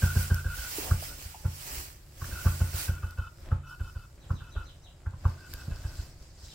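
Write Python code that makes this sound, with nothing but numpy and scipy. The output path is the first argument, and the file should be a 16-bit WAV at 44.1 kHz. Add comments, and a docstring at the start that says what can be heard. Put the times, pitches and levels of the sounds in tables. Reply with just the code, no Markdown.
"""A stable with a hollow wooden floor, the microphone close to a newborn foal lying in the straw.
Its legs thump in quick runs that set the floor booming and the boards ringing; with and between
the blows a hoof knocks, and scrapes as it sticks and slips. The bedding swishes close on the right,
crackles as stalks slide and snap, and crunches under the foal's weight. Farther off in the building
a small bird chirps faintly, mostly as echo, over a low, steady murmur."""
import sys
import numpy as np
from scipy import signal
from scipy.fft import rfft, irfft
from scipy.io import wavfile
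from scipy.ndimage import uniform_filter1d

SR = 44100
rng = np.random.default_rng(int(sys.argv[2]) if len(sys.argv) > 2 else 0)


def wrap_up_sound(samples):
    """Save the sound to the file named by the first command line argument, as 16-bit audio."""
    columns = np.atleast_2d(samples).T
    # keep every value between -1 and 1, then stretch to whole-number steps
    tamed = np.clip(columns, -1, 1)
    steps = np.round(tamed * 32767).astype(np.int16)
    wavfile.write(sys.argv[1], SR, steps)


N = 288546
TIME = np.arange(N) / SR
FRAMES = np.arange(N // 128 + 5) * 128 / SR  # time grid of the straw's movements [s]
BINS = np.fft.rfftfreq(512, 1 / SR)  # frequency grid of the straw's colour [Hz]
CONTACT_DELAY_S = -0.0115  # a leg touches the boards just before its thump peaks

# leg blows close to the microphone (time [s], level [dB], pitch [Hz],
# hardness [0 cushioned leg to 1 bare hoof], share that sets the floor booming [0-1], scrape level [dB])
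BLOWS = [(0.0404, -14.5, 88.6, 0.61, 0.92, -36.5), (0.1724, -15.5, 89, 0.37, 1, -39.5),
         (0.3213, -15.5, 84, 0.53, .85, -36.5), (0.4649, -22.5, 74, 0.17, 0.84, -38),
         (0.598, -32, 57, .13, 0.76, -41), (0.923, -13, 84, 0.66, 0.38, -63),
         (1.264, -34, 74, 0.43, 0.46, -66), (1.462, -18, 91, 0.97, 0.39, -71),
         (2.229, -27, 94, 0.85, 0.35, -61), (2.333, -31, 67.6, 0.9, 1, -41),
         (2.4678, -14, 85, 1, 0.79, -45.5), (2.6208, -16, 84, 0.98, 0.68, -49),
         (2.75, -27, 76, 0.73, 0.62, -46.5), (2.8982, -19.5, 81, 0.47, 0.76, -46),
         (3.0458, -24, 75.6, 1, 0.47, -49), (3.196, -22, 74, 0.46, 0.38, -44),
         (3.53, -15.5, 88, 0.89, 0.46, -69), (3.816, -24, 70.6, 0.31, 0.47, -49.5),
         (3.97, -27, 71, 0.18, 0.22, -55.5), (4.3153, -18.5, 88, 0.63, 0.41, -80),
         (4.4232, -33, 80.5, 0.76, 0.26, -54.5), (4.5748, -24.5, 65.4, 0.94, 0.44, -59),
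         (5.077, -23.5, 78, 1, 0.21, -69), (5.1444, -32.5, 91.6, 0.47, 0.38, -90),
         (5.264, -13.5, 82, 0.91, 0.31, -58.5), (5.552, -31, 55.7, 0.22, 0.14, -49.5),
         (5.6858, -26, 110, 0.59, 0.47, -78), (5.7244, -25.5, 64.4, .05, 0.43, -57),
         (5.8593, -24, 73.6, 0.31, 0.3, -57), (6.001, -24, 64.6, 0.18, 0.035, -63),
         (6.4427, -38.5, 64, .3, 0.51, -86)]
# modes of the hollow floor under the foal (frequency [Hz], gain [dB], t60 [s])
FLOOR_MODES = [(34.75, 0.5, 1), (58.8, 4, 0.25), (86.6, -0.5, 0.4), (139.5, -5, 0.68), (173.4, 1.5, 0.15),
               (212, -16, 0.68)]
# echoes from the stall around it (delay [s], gain [ratio])
STALL_ECHOES = [(0.024, 0.28), (0.031, 0.35)]


def thumps(soft_cycles=0.44, hard_cycles=0.65, lean_cycles=0.2, steepness=0.32,
           puff_db=-26, puff_decay_s=0.036, puff_lead_s=0.013):
    """Close up, each blow is one swing of pressure; the floor booms on and gives a dull, woody puff."""
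    t = np.arange(-SR // 32, SR // 5) / SR
    blows, floor_drive, puff_envelope = np.zeros((3, N))
    for s, db, hz, hard, boom, _ in BLOWS:
        cycles = soft_cycles + (hard_cycles - soft_cycles) * max(hard, boom)
        lean = lean_cycles * (1 - boom)  # on dead ground the first dip outweighs the swing back
        push = np.exp(-((hz * t + lean) / cycles) ** 2)
        phase = 2 * np.pi * hz * t
        skew = steepness * boom * (1 + np.cos(phase)) * push  # a direct blow swings back steeply
        swing = amp(db) * push * np.cos(phase + skew)
        add(blows, s + t[0], swing)
        add(floor_drive, s + t[0], boom * swing)
        puff_shape = np.where(t < 0, push, np.exp(-abs(t) / puff_decay_s))
        add(puff_envelope, s + t[0] - puff_lead_s, amp(db) * np.sqrt(boom) * puff_shape)
    age = np.arange(SR // 2) / SR
    ring = sum(amp(db - 60 * age / t60) * np.cos(2 * np.pi * hz * age) * hz / SR
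               for hz, db, t60 in FLOOR_MODES)
    out = blows + signal.fftconvolve(floor_drive, ring)[:N]
    for delay, gain in STALL_ECHOES:
        add(out, delay, gain * blows)
    wood_colour = [(70, -20), (185, 19), (270, -8), (375, 7.5), (450, -1.5), (520, 6.5), (700, 2.5),
                   (1500, -1), (2200, -15), (6000, -27)]
    puff = coloured(stereo_noise(), wood_colour)
    return (out + amp(puff_db) * puff_envelope * puff) * amp([[-0.3], [0.3]])  # a touch to the right


# woody modes of the boards under the foal (frequency [Hz], gain [dB], t60 [s])
BOARD_MODES = [(178.4, -21, 0.17), (224.4, -37.5, 0.3), (318.5, -30, 0.16), (383.5, -27, 0.1),
               (520.4, -26.5, 0.12)]
# hollow modes that a bare hoof rings (frequency [Hz], gain [dB], t60 [s])
HOOF_MODES = [(870, -29.5, 0.14), (958, -38, 0.15), (1068, -37, .2), (1384, -28.5, 0.075), (1504, -32, 0.1),
              (2620, -46, 0.082)]


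def boards():
    """Each blow rings the floorboards by the microphone; a bare hoof adds its own hollow ring."""
    any_blow, bare_hoof = np.zeros((2, N))
    for s, db, _, hard, boom, _ in BLOWS:
        add(any_blow, s + CONTACT_DELAY_S, np.sqrt(boom) * amp([db]))
        add(bare_hoof, s + CONTACT_DELAY_S, hard * amp([db]))
    return stable(struck(any_blow, BOARD_MODES) + struck(bare_hoof, HOOF_MODES), wet_db=-11.5)


def struck(force, modes, rise_s=0.0021):
    """A train of blows rings a set of modes, each blow easing in through the straw."""
    age = np.arange(SR // 3) / SR
    ring = sum(amp(db - 60 * age / t60) * np.sin(2 * np.pi * (hz * age + rng.random()))
               for hz, db, t60 in modes)
    return signal.fftconvolve(force, ring * np.minimum(age / rise_s, 1))[:N]


# the scrape's resonance, following the hoof's place on the floor (time [s], frequency [Hz])
SCRAPE_PITCH = [(.6, 1459), (1.1, 1418), (2.9, 1434), (3.2, 1384), (3.8, 1405), (4.6, 1396), (5.4, 1506),
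                (6, 1496)]
# overtones of the scraping hoof (frequency [Hz], width [Hz], relative level [dB])
SCRAPE_OVERTONES = [(1200, 640, -9), (2596, 108, -12.5), (2990, 210, -15), (3560, 250, -20.5),
                    (4020, 84, -27)]
# how raspy those overtones are (time [s], gain [dB])
RASP_GAIN = [(.5, 0), (3.3, 3), (4.6, 4.5), (5.05, -10), (5.3, -3.5), (5.6, 4.5)]


def scrapes(gain_db=-4.5, width_hz=150, judder_db=1.5, judder_hz=60,
            bite_hz=110, bite_lead_s=0.021, grip_db=-53):
    """Close by, the hoof sticks and slips on a narrow resonance, which rises as it bites at each blow."""
    stroke = hoof_strokes()
    bite = sum(np.exp(-((TIME - s + bite_lead_s) / bite_lead_s) ** 2) for s, *_ in BLOWS)
    pitch_hz = np.interp(TIME, *np.transpose(SCRAPE_PITCH)) + bite_hz * bite
    phase = 2 * np.pi * np.cumsum(pitch_hz) / SR
    resonance = band_noise(N, 0, width_hz) * np.cos(phase) + band_noise(N, 0, width_hz) * np.sin(phase)
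    resonance /= np.sqrt(uniform_filter1d(resonance ** 2, size=SR // 40))  # evens out its loudness
    overtones = sum(amp(db) * band_noise(N, hz, width) for hz, width, db in SCRAPE_OVERTONES)
    overtones /= np.sqrt(0.5 + stroke / amp(grip_db))  # a light stroke is raspier than a firm one
    overtones *= amp(np.interp(TIME, *np.transpose(RASP_GAIN)))
    judder = unit(amp(judder_db * band_noise(N, 0, 2 * judder_hz)))
    return stable(amp(gain_db) * stroke * judder * (resonance + overtones), wet_db=-11)


# slides of the hoof without a blow (middle time [s], nominal length [s], relative level [dB])
HOOF_SLIDES = [(1.113, 0.056, -50.5), (3.66, 0.041, -50), (3.722, 0.047, -42.5), (4.6, 0.058, -46),
               (5.389, 0.019, -54), (5.447, 0.063, -50)]


def hoof_strokes(bite_lead_s=0.0047, drag_delay_s=0.054, stretch=1.546):
    """Envelope of the sliding hoof: it bites on landing, more so on a strong blow, then drags."""
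    bites = [(s - bite_lead_s, 0.025, scrape_db + 0.37 * (db - scrape_db) - 5)
             for s, db, *_, scrape_db in BLOWS]
    drags = [(s + drag_delay_s, 0.057, scrape_db) for s, *_, scrape_db in BLOWS]
    envelope = np.zeros(N)
    for s, length, db in bites + drags + list(HOOF_SLIDES):
        size = int(stretch * length * SR)
        add(envelope, s - size / SR / 2, amp(db) * signal.windows.tukey(size, 0.45))
    return envelope


# sharp hoof clacks close by, most as a blow lands, a few on their own or as rebounds
# (time [s], relative level [dB], centre [Hz])
HOOF_KNOCKS = [(.785, -30.5, 370), (0.911, -31.5, 1350), (1.026, -39, 675), (1.346, -40.5, 810),
               (2.219, -38, 1300), (2.243, -40, 1470), (2.47, -31.5, 1380), (3.032, -40.5, 1380),
               (3.518, -35, 1320), (4.305, -36.5, 1170), (4.332, -36.5, 186), (4.418, -51, 1370),
               (4.556, -45, 500), (4.564, -43, 1405), (5.064, -43.5, 1450), (5.137, -50.5, 1190),
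               (5.254, -32.5, 1064), (5.687, -35, 153.7)]


def knocks(gain_db=1, rise_s=0.0017, decay_s=0.0047, relative_width=0.41, clack_hz=1136):
    """A bare hoof clacks on the boards: with a blow, as a rebound or on its own."""
    t, out = np.arange(-SR // 50, SR // 15) / SR, np.zeros(N)
    shape = np.exp(-np.where(t < 0, -t / rise_s, t / decay_s))
    landings = [(s + CONTACT_DELAY_S, db - 29, clack_hz, hard) for s, db, _, hard, *_ in BLOWS]
    sharp_clacks = [(s, db, hz, 1) for s, db, hz in HOOF_KNOCKS]
    for s, db, hz, hard in landings + sharp_clacks:
        clack = unit(shape * band_noise(len(t), hz, relative_width * hz)) * np.std(shape)
        add(out, s + t[0] + rise_s / 2, hard * amp(db + gain_db) * clack)
    return stable(out, wet_db=-10.5)


# strokes through the straw, close on the right (peak time [s], rise [s], fall [s], relative level [dB])
STRAW_SWEEPS = [(.05, 0.13, 0.1, -45), (.21, 0.13, 0.11, -43), (.36, 0.07, 0.14, -52.5),
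                (.6, 0.12, 0.19, -47), (.78, 0.16, 0.21, -42.5), (1.04, 0.068, 0.12, -46),
                (1.22, 0.083, 0.21, -51), (1.76, 0.25, 0.14, -45), (2.27, 0.098, 0.19, -51),
                (2.47, 0.19, 0.42, -48), (2.785, 0.06, 0.1, -41.5), (2.85, 0.046, 0.042, -46),
                (2.98, 0.11, 0.28, -70)]
# spectrum of swept straw (frequency [Hz], level [dB])
SWEEP_COLOUR = [(300, -9), (900, -3.5), (1900, -3), (2900, -2.5), (3650, -6), (4300, -3), (5200, -1),
                (6400, -3.5), (7700, -1), (11200, -2.5), (15500, 2)]


def straw_sweeps(gain_db=2, treble_db=-1.5, brightening=0.19):
    """Straw swept just right of the microphone: the faster it slides, the louder and brighter."""
    db = swells(STRAW_SWEEPS)
    grains = stereo(crackle(per_s=1200, share=0.5), balance_db=-5.5, lag_s=0.00039)
    brightness_db = treble_db + brightening * (db - db.max())
    return sliding_stalks(db + gain_db, brightness_db, SWEEP_COLOUR, grains, patchy_db=1.37)


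# shifts of the straw under the body
# (peak time [s], rise [s], fall [s], relative level [dB], treble against that level [dB])
STRAW_SHIFTS = [(2.09, 0.14, 0.068, -68, 1), (3.22, 0.23, 0.064, -67, -2), (3.46, 0.26, 0.11, -66.5, -5),
                (3.7, 0.046, 0.086, -65, 0), (3.88, 0.13, 0.31, -64, -4.5), (4.36, 0.17, 0.65, -68, -7.5),
                (4.63, 0.11, 0.25, -70.5, -10), (5.31, 0.11, 0.078, -61, -9),
                (5.53, 0.091, 0.17, -56.5, -8), (5.97, 0.62, 0.2, -56, -10), (6.25, 0.12, 0.12, -61, -16.5),
                (6.461, 0.1, 0.22, -53.5, -15.5)]
# spectrum of settling straw (frequency [Hz], level [dB])
SETTLE_COLOUR = [(300, -1), (1500, -9.5), (3500, -6.5), (5000, 2.5), (6500, -5), (7600, -1.5), (9200, -6.5),
                 (11000, -7), (13000, -4), (15800, -6)]


def straw_settling(gain_db=1, clump_db=1.0, clump_hz=9):
    """Near the centre, straw shifts under the body in small clumps, duller and more grainy."""
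    db = swells([row[:-1] for row in STRAW_SHIFTS])
    top_db = swells([(s, rise, fall, peak + treble) for s, rise, fall, peak, treble in STRAW_SHIFTS])
    grains = stereo(crackle(per_s=270, share=0.5), balance_db=-0.5)
    clumps = amp(clump_db * band_noise(N, 0, 2 * clump_hz))
    return sliding_stalks(db + gain_db, top_db - db, SETTLE_COLOUR, grains * clumps, patchy_db=2.0)


def sliding_stalks(db, treble_db, colour, grains, patchy_db):
    """Stalks slide over each other with changing level and brightness, in patches that come and go."""
    shape = amp(read(colour, BINS))
    body_power = np.sum(shape[(BINS > 4500) & (BINS < 9000)] ** 2)
    top_power = np.sum(shape[(BINS > 10500) & (BINS < 15500)] ** 2)
    lift_db = treble_db - 10 * np.log10(top_power / body_power)
    lift_share = read([(7000, 0.037), (11500, 0.82)], BINS)[:, None]
    patches = rng.standard_normal((len(BINS), len(FRAMES)))
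    patches = unit(uniform_filter1d(uniform_filter1d(patches, 10, axis=0), 10, axis=1))
    gain = amp(db + lift_share * lift_db + patchy_db * patches) * shape[:, None]
    spectra = signal.stft(grains, nperseg=512, noverlap=384)[2]
    spectra = spectra * gain[:, :spectra.shape[2]] * np.sqrt(len(BINS) / body_power)
    return signal.istft(spectra, nperseg=512, noverlap=384)[1][:, :N]


def crackle(per_s, share, spread_db=3.5):
    """Tiny fractures of uneven size over the smooth hiss of sliding stalks."""
    sizes = amp(spread_db * np.minimum(rng.exponential(1, (2, N)), 5)) * rng.choice([-1, 1], (2, N))
    clicks = unit(sizes * (rng.random((2, N)) < per_s / SR))
    return unit(share * clicks + rng.standard_normal((2, N)))


def swells(moves, drop_db=10.5, roundness=1.42):
    """Level in dB per frame of overlapping movements, each drop_db down at its rise or fall time."""
    power = 1e-12
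    for s, rise, fall, db in moves:
        from_peak = np.maximum((s - FRAMES) / rise, (FRAMES - s) / fall)
        power = power + amp(db - drop_db * from_peak ** roundness) ** 2
    return 10 * np.log10(power)


# the foal leans on the bedding (peak time [s], rise [s], fall [s], relative level [dB])
BODY_PRESSES = [(.87, 0.12, 0.14, -45.5), (1.1, 0.042, 0.15, -49.5), (1.78, 0.1, 0.069, -45),
                (2.28, 0.069, 0.23, -46.5), (2.82, 1, 0.31, -51.5), (3.48, 0.1, 0.041, -47),
                (4.27, 0.14, 0.013, -52.5), (4.58, 0.2, 0.28, -54.5), (5.8, 0.75, 0.57, -50.5)]
# spectrum of packed bedding (frequency [Hz], level [dB])
CRUNCH_COLOUR = [(30, 20), (80, 20.5), (170, -1), (260, 2.5), (370, 3), (450, -9), (540, 1), (900, -7),
                 (1700, -8), (4000, -16.5), (12000, -36)]


def bedding_crunch(gain_db=4, rise_s=0.073, fall_s=0.13):
    """The packed bedding crunches dully under the foal's weight and under each blow."""
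    under_blows = [(s, rise_s, fall_s, db - 34.5) for s, db, *_ in BLOWS]
    load = amp(swells(list(BODY_PRESSES) + under_blows))
    load = np.hypot(load, amp(-61.5))  # a faint crunch never stops
    grains = stereo(crackle(per_s=300, share=0.6))
    return amp(gain_db) * np.interp(TIME, FRAMES, load) * coloured(grains, CRUNCH_COLOUR)


# shoves of a hoof, close by (peak time [s], rise [s], fall [s], level [dB])
HOOF_SCUFFS = [(.87, 0.069, 0.059, -44.5), (4.87, 0.077, 0.23, -66.5)]
# spectrum of a shove (frequency [Hz], level [dB])
SCUFF_COLOUR = [(150, -20), (370, -5), (700, 1.5), (1100, -6), (4000, -26)]


def scuffs():
    """A hoof shoves through the packed straw with a hollow rasp."""
    effort = np.interp(TIME, FRAMES, amp(swells(HOOF_SCUFFS)))
    return effort * coloured(stereo_noise(), SCUFF_COLOUR)


# single stalks snapping near the microphone (time [s], level [dB])
STALK_SNAPS = [(.345, -29), (2.243, -35), (3.109, -42), (3.809, -48), (4.32, -47), (5.538, -25.5)]


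def snaps(decay_s=0.001):
    """A dry stalk breaks with a bright tick."""
    t, envelope = np.arange(2000) / SR, np.zeros(N)
    for s, db in STALK_SNAPS:
        add(envelope, s, amp(db) * np.exp(-t / decay_s))
    tick_colour = [(800, -5), (3000, -6), (5500, 7), (9000, -18), (13000, 11), (15500, -5)]
    return envelope * coloured(rng.standard_normal((2, N)), tick_colour)


# a small bird's chirps, farther off in the building (time [s], relative level [dB])
BIRD_CHIRPS = [(4.205, -65.5), (4.347, -60.5), (4.512, -59), (4.654, -59), (4.832, -60), (6.481, -59)]
# its thin single whistles (time [s], relative level [dB], starting pitch [Hz])
BIRD_WHISTLES = [(3.658, -67, 5840), (4.265, -66, 7500)]


def bird(gain_db=-2, note_s=0.048, bend=4.3, burr_hz=95, upper_db=-8, upper_lead_s=0.021):
    """Far off and mostly echo, each chirp is a thin note slurring up and a lower one that plunges."""
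    out, size = np.zeros(N), int(note_s * SR)
    along = np.linspace(0, 1, size)
    falling_hz = 4074 - 442 * along - 1532 * along ** bend  # sags, then plunges to 2100 Hz
    rising_hz = 6320 - 1990 * (1 - along) ** bend
    notes = [(s, db, falling_hz + burr_hz * band_noise(size, 0, 730)) for s, db in BIRD_CHIRPS]
    notes += [(s - upper_lead_s, db + upper_db, rising_hz) for s, db in BIRD_CHIRPS]
    notes += [(s, db, hz - 400 * along) for s, db, hz in BIRD_WHISTLES]
    for s, db, hz in notes:
        tone = np.sin(2 * np.pi * np.cumsum(hz) / SR)
        add(out, s, amp(db) * signal.windows.tukey(size, 0.3) * tone)
    return amp(gain_db) * stable(out, wet_db=4, longer=2.0)


# spectrum of the building's murmur, all around the microphone (frequency [Hz], level [dB])
MURMUR_COLOUR = [(15, -32), (25, -10.5), (91, -0.5), (140, 2.5), (240, -23), (349, -16), (1570, -38),
                 (4750, -43), (7500, -26), (10900, -40.5), (15500, -85)]


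def room_tone(murmur_db=-58, rumble_db=-57):
    """The steady murmur of the building over a deep rumble."""
    murmur = coloured(stereo_noise(), MURMUR_COLOUR)
    rumble = coloured(stereo_noise(), [(15, -25), (35, -8), (65, -10.5), (110, -17.5), (600, -80)])
    return amp(murmur_db) * murmur + amp(rumble_db) * rumble


# the stable's reverberation for a source near the microphone (frequency [Hz], t60 [s])
STABLE_DECAY = [(1500, 0.28), (5000, 0.13), (15000, 0.01)]


def stable(x, wet_db, longer=1):
    """Direct sound plus a diffuse tail, different in each channel; a far source is given a longer one."""
    size = SR // 2
    reflections = rng.standard_normal((2, size)) * (np.arange(size) > SR // 250)
    hz, t, spectra = signal.stft(reflections, SR, nperseg=256)
    t60 = longer * read(STABLE_DECAY, hz)[:, None]
    tail = signal.istft(spectra * amp(-60 * t / t60), SR, nperseg=256)[1]
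    tail /= np.linalg.norm(tail[0])
    return x + amp(wet_db) * signal.fftconvolve(x[None], tail, axes=1)[:, :N]


# how alike the microphone's two channels are (frequency [Hz], correlation [0-1])
CHANNEL_LIKENESS = [(100, 0.99), (300, 0.86), (1500, 0.46), (3000, 0.15), (15000, 0.19)]


def stereo(pair, balance_db=0, lag_s=0):
    """Makes two noises partly alike; sound from the right reaches the left later, with less treble."""
    hz = np.fft.rfftfreq(N, 1 / SR)
    likeness = read(CHANNEL_LIKENESS, hz)
    a, b = rfft(pair)
    mid, side = a * np.sqrt((1 + likeness) / 2), b * np.sqrt((1 - likeness) / 2)
    lean = amp(balance_db / 2 * read([(2000, 0), (12000, 0.99)], hz))
    left = (mid + side) * lean * np.exp(-2j * np.pi * hz * lag_s)
    right = (mid - side) / lean
    return irfft(np.array([left, right]), N)


def stereo_noise():
    """White noise, partly alike in the two channels."""
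    return stereo(rng.standard_normal((2, N)))


def band_noise(size, hz, width):
    """Noise in a steep-sided resonance; centred on 0 Hz it is a random wobble."""
    full = max(size, SR // 5)
    f = np.fft.rfftfreq(full, 1 / SR)
    skirts = (1 + (2 * (f - hz) / width) ** 6) ** 0.6
    return unit(irfft(rfft(rng.standard_normal(full)) / skirts, full))[:size]


def coloured(pair, colour):
    """Gives noise a spectrum of (frequency [Hz], level [dB]) points, at rms 1."""
    return unit(irfft(rfft(pair) * amp(read(colour, np.fft.rfftfreq(N, 1 / SR))), N))


def read(points, hz):
    """Joins (frequency [Hz], value) points on a log-frequency axis."""
    f, value = np.transpose(points)
    return np.interp(np.log(hz + 1), np.log(f + 1), value)


def add(mix, s, sound):
    """Mixes a sound in from time s."""
    start = round(s * SR)
    sound = sound[max(-start, 0):]
    part = mix[max(start, 0):][:len(sound)]
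    part += sound[:len(part)]


def amp(db):
    """Decibels to gain."""
    return 10 ** (np.asarray(db) / 20)


def unit(x):
    """Scales to rms 1."""
    return x / np.sqrt(np.mean(x ** 2) + 1e-20)


def scene():
    """The foal's legs and the straw close to the microphone, the bird and the building behind."""
    legs = thumps() + boards() + scrapes() + knocks()
    bedding = snaps() + straw_sweeps() + straw_settling() + bedding_crunch() + scuffs()
    return legs + bedding + bird() + room_tone()


def record(dry):
    """The microphone sheds the deepest rumble, below 18 Hz, and the treble above 15.9 kHz."""
    low_cut = signal.sosfilt(signal.butter(2, 18, "high", fs=SR, output="sos"), dry)
    band_limit = signal.firwin(511, 15900, window=("kaiser", 9), fs=SR)
    return signal.oaconvolve(low_cut, band_limit[None], "same")


dry = scene()
out = record(dry)
wrap_up_sound(out)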